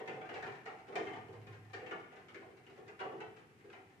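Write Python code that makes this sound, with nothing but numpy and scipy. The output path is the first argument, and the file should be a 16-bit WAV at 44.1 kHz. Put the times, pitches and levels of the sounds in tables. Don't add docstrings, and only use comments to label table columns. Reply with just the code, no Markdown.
import sys
import numpy as np
from scipy.fft import rfft, irfft, next_fast_len
from scipy.io import wavfile
from scipy.ndimage import map_coordinates

SR = 44100
rng = np.random.default_rng(int(sys.argv[2]) if len(sys.argv) > 2 else 0)


def file_out(sig):
    cols = np.atleast_2d(sig).T
    lim = np.clip(cols, -1, 1)
    pcm = np.round(lim * 32767).astype(np.int16)
    wavfile.write(sys.argv[1], SR, pcm)


N = 176400

# (frequency [Hz], level [dB])
SIDE_SPECTRUM = [(250, -11), (450, -9), (800, -3.5), (1200, 2), (2500, -0.5)]
# (frequency [Hz], relative level [dB])
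HISS_SPECTRUM = [(25, -27.5), (110, -9), (220, -5), (410, -1), (600, -17), (2300, -14), (3800, -26),
                 (10000, -32), (15000, -40)]
RUMBLE_SPECTRUM = [(30, -24), (120, 10), (170, -0.5), (260, 0), (500, -41)]
# (time [s], level [dB])
RUMBLE_ENVELOPE = [(.2, -72), (.45, -59), (.7, -74), (1.45, -60.5), (2.1, -70.5)]
# (frequency [Hz], relative level [dB])
THUD_SPECTRUM = [(60, -50), (130, -10), (270, -10.5), (335, -5), (420, 0), (500, -2), (600, -17),
                 (900, -44)]
KNOCK_SPECTRUM = [(350, -55), (600, -5.5), (750, -0.5), (900, -6), (1400, -17), (2400, -56)]
CLACK_SPECTRUM = [(600, -28), (1000, -3), (1900, 1), (3200, -8), (3800, -22.5), (6000, -59)]
TICK_SPECTRUM = [(2000, -26), (3600, 6), (5500, 3), (7200, 1.5), (9500, -7.5), (15000, -50)]
# (band centre [Hz], rise time [s], early T60 [s], late T60 [s], late relative level [dB])
RING_BANDS = [(150, 0.038, 0.85, 1.3, -6.5), (427, 0.0081, 0.52, 0.9, -13),
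              (875, 0.0068, 0.48, 0.97, -10.5), (2200, 0.0025, 0.33, 0.87, -7.5),
              (4450, 0.0019, 0.19, 0.72, -9.5), (10600, 0.0011, 0.026, 1.04, -18.5)]
# (frequency [Hz], left over right [dB])
RING_BALANCE = [(150, -0.5), (330, 4.5), (550, -5), (2000, 4.5), (4000, -0.5)]
# (frequency [Hz], relative level [dB])
PANEL_MODES = [(339, -3), (394, -0.5), (442, -2), (490, -4), (732, -0.5), (764, 3), (880, -7.5), (1224, -9),
               (1435, -10.5)]
# (time [s], clack [dB], thud [dB], knock [dB], tick [dB], pitch favoured by the landing spot [Hz])
HEAVY_DROPS = [(0.0014, -47, -42, -46.5, -71, 447), (0.0777, -39, -40, -44, -60.5, 462),
               (0.163, -67, -46.5, -48, -82, 480), (0.2147, -45, -49, -47.5, -72, 440),
               (0.2926, -42.5, -44, -45.5, -65, 400), (0.3428, -46, -46, -50, -61.5, 392),
               (0.357, -44, -51, -47, -64.5, 395), (0.4275, -40, -47.5, -46, -61, 392),
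               (0.4664, -42, -45.5, -48, -64, 404), (0.6586, -42, -46.5, -45, -63.5, 462),
               (0.70, -57, -56, -48, -76, 345), (0.8843, -66, -47.5, -53, -86, 401),
               (0.9241, -50.5, -45, -46, -73, 444), (0.9571, -34, -34.5, -37, -51.5, 445),
               (1.0705, -42, -42, -44.5, -67, 411), (1.135, -46.5, -48, -44.5, -69, 441),
               (1.285, -61, -49, -58, -79, 404), (1.3344, -68, -47.5, -56.5, -90, 396),
               (1.4698, -52, -53, -62.5, -70, 382), (1.526, -53, -62, -62.5, -71, 497),
               (1.7352, -40, -45.5, -45, -57.5, 447), (1.818, -54, -46, -53.5, -85, 492),
               (1.8646, -45, -49, -53, -68, 386), (1.9129, -37.5, -42.5, -43, -63.5, 459),
               (2.12, -54, -56, -55, -82, 510), (2.168, -54, -56.5, -71, -74.5, 400),
               (2.286, -51, -58.5, -62, -68.5, 354), (2.346, -45.5, -48, -64, -65.5, 394),
               (2.4199, -60, -61, -52.5, -79, 395), (2.4612, -71, -51, -62, -89, 392),
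               (2.666, -53.5, -55.5, -69, -74.5, 395), (2.6997, -61, -55.5, -60, -73, 395),
               (2.778, -57.5, -49.5, -56.5, -74.5, 409), (2.881, -49, -54, -57.5, -67.5, 383),
               (2.994, -43, -57, -60, -66.5, 397), (3.004, -41, -41.5, -41, -63, 400),
               (3.0396, -49.5, -42, -42.5, -74, 415), (3.1197, -73, -42, -49, -82, 400),
               (3.2055, -44.5, -45.5, -46.5, -65, 437), (3.3655, -55.5, -57, -65, -72, 454),
               (3.6451, -60.5, -50, -67, -81, 392), (3.70, -54.5, -62.5, -72, -73, 392),
               (3.73, -49, -68, -56, -69.5, 403), (3.765, -59.5, -59, -57.5, -78, 395)]
# (time [s], level [dB])
HUM_ENVELOPE = [(1, -80), (1.08, -64), (1.28, -64), (1.38, -54), (1.73, -59.5), (1.98, -79.5)]

TAIL = SR * 4 // 5
ECHOES_PER_S, ECHO_FILL_S = 3500, 0.03
MODE_RISE_S, MODE_T60_S, DAMPING_EXPONENT = 0.016, 0.49, 0.34
MODE_TRIM_DB, MODE_SPREAD_RAD, DETUNE_HZ = -2, 0.55, 7.02
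FAVOUR_DB, FAVOUR_HZ = 7.5, 25.3
RIPPLE_DB, RIPPLE_HZ = 6, 70
PATTER_PER_S, PATTER_SCATTER_DB, PATTER_EASE_DB_PER_S = 14, 3.5, 3.5


def amp(db):
    return 10 ** (np.asarray(db) / 20)


def unit(x):
    return x / np.sqrt(np.mean(x ** 2) + 1e-20)


def along(points, hz):
    f, values = np.transpose(points)
    return np.interp(np.log(hz + 1), np.log(f + 1), values)


def curve(points):
    return np.interp(np.arange(N) / SR, *np.transpose(points))


def wobble(rate):
    return map_coordinates(rng.standard_normal(int(N * rate / SR) + 4), [np.arange(N) * rate / SR])


def spread(pair, hz):
    side = amp(along(SIDE_SPECTRUM, hz))
    return np.array([pair[0] + side * pair[1], pair[0] - side * pair[1]]) / np.sqrt(1 + side ** 2)


def coloured_noise(spectrum):
    hz = np.fft.rfftfreq(N, 1 / SR)
    white = spread(rfft(rng.standard_normal((2, N))), hz)
    return unit(irfft(white * amp(along(spectrum, hz)), N))


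def room_hiss(level_db=-67):
    return amp(level_db) * coloured_noise(HISS_SPECTRUM)


def outside_rumble():
    return amp(curve(RUMBLE_ENVELOPE)) * coloured_noise(RUMBLE_SPECTRUM)


def dense_ring(colour, t, hz):
    density = np.clip(ECHOES_PER_S / SR * (1 + (t / ECHO_FILL_S) ** 2), 1 / SR, 1)
    echoes = rng.choice([-1, 1], (2, TAIL)) * (rng.random((2, TAIL)) < density) / np.sqrt(density)
    balance = amp(along(RING_BALANCE, hz) * np.array([[0.5], [-0.5]]))
    spectrum = spread(rfft(echoes), hz) * colour * balance
    ring = np.zeros((2, TAIL))
    for centre, rise, early_t60, late_t60, late_db in RING_BANDS:
        band = along([(f, float(f == centre)) for f, *_ in RING_BANDS], hz)
        decay = np.hypot(amp(-60 * t / early_t60), amp(late_db - 60 * t / late_t60))
        ring += irfft(spectrum * band, TAIL) * (1 - np.exp(-t / rise)) * decay
    return ring


def panel():
    t, hz = np.arange(TAIL) / SR, np.fft.rfftfreq(TAIL, 1 / SR)
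    spectra = THUD_SPECTRUM, KNOCK_SPECTRUM, CLACK_SPECTRUM, TICK_SPECTRUM
    registers = np.array([unit(amp(along(spectrum, hz))) for spectrum in spectra])
    mode_hz, mode_db = np.transpose(PANEL_MODES)
    mode_t60 = MODE_T60_S / (mode_hz / 400) ** DAMPING_EXPONENT
    envelopes = amp(mode_db[:, None] - 60 * t / mode_t60[:, None]) * (1 - np.exp(-t / MODE_RISE_S))
    modes = envelopes * np.exp(2j * np.pi * mode_hz[:, None] * t)
    register_of_mode = registers[:, np.searchsorted(hz, mode_hz)].argmax(axis=0)
    resonant = np.minimum(1, np.minimum(hz / 1100, (3000 / (hz + 1)) ** 2))

    def tap(levels_db, favoured_hz):
        ripple = map_coordinates(rng.standard_normal(int(SR / 2 / RIPPLE_HZ) + 4), [hz / RIPPLE_HZ])
        spot_power = (registers * amp(RIPPLE_DB * np.minimum(ripple, 2) * resonant)) ** 2
        colour = np.sqrt(amp(levels_db) ** 2 / spot_power.mean(axis=1) @ spot_power)
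        ring = dense_ring(colour, t, hz)
        phase = 2 * np.pi * rng.random(len(modes))
        stereo_phase = phase + MODE_SPREAD_RAD * rng.standard_normal((2, len(modes)))
        favour_db = FAVOUR_DB * np.exp(-((mode_hz - favoured_hz) / FAVOUR_HZ) ** 2)
        scatter_db = 2 * rng.standard_normal(len(modes))
        gains = amp(np.take(levels_db, register_of_mode) + MODE_TRIM_DB + favour_db + scatter_db)
        detune = np.exp(2j * np.pi * DETUNE_HZ * rng.standard_normal() * t)
        tones = ((gains * np.exp(1j * stereo_phase)) @ modes * detune).real
        release = np.minimum(1, 10 * (1 - t / t[-1]))
        return (ring + tones) * release
    return tap


def heavy_drops(tap, contact_s=0.003):
    out = np.zeros((2, N))
    trims_db = np.array([-6, -4, -5.5, 1])
    for time_s, clack_db, thud_db, knock_db, tick_db, favoured_hz in HEAVY_DROPS:
        levels_db = trims_db + [thud_db, knock_db, clack_db, tick_db]
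        add(out, tap(levels_db, favoured_hz), time_s - contact_s)
    return out


def fine_rain(tap, spot_count=8):
    out = np.zeros((2, N))
    spots = [tap([-71, -66, -62, -71.5], mode_hz) for mode_hz, _ in PANEL_MODES[:spot_count]]
    for k, (jitter, smallness) in enumerate(rng.random((160, 2))):
        time_s = (k + 2 * jitter) / PATTER_PER_S - 0.5
        size_db = -PATTER_SCATTER_DB * np.log(smallness + np.exp(-2))
        add(out, spots[k % spot_count] * amp(size_db - PATTER_EASE_DB_PER_S * time_s), time_s)
    return out


def add(track, sound, time_s):
    start = round(time_s * SR)
    lo, hi = max(start, 0), min(start + sound.shape[1], N)
    if hi > lo:
        track[:, lo:hi] += sound[:, lo - start:hi - start]


def low_hum(pitch_hz=105.1, waver_hz=0.93, flicker_db=0.67):
    frequency = pitch_hz + waver_hz * wobble(7.9)
    level_db = curve(HUM_ENVELOPE) + flicker_db * wobble(18)
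    return np.sqrt(2) * amp(level_db) * np.sin(2 * np.pi * np.cumsum(frequency) / SR)


def scene():
    tap = panel()
    return room_hiss() + outside_rumble() + heavy_drops(tap) + fine_rain(tap) + low_hum()


def record(dry, cutoff_hz=15300):
    padded = next_fast_len(N + SR // 2)
    passband = np.fft.rfftfreq(padded, 1 / SR) < cutoff_hz
    return irfft(rfft(dry, padded) * passband, padded)[:, :N]


dry = scene()
out = record(dry)
file_out(out)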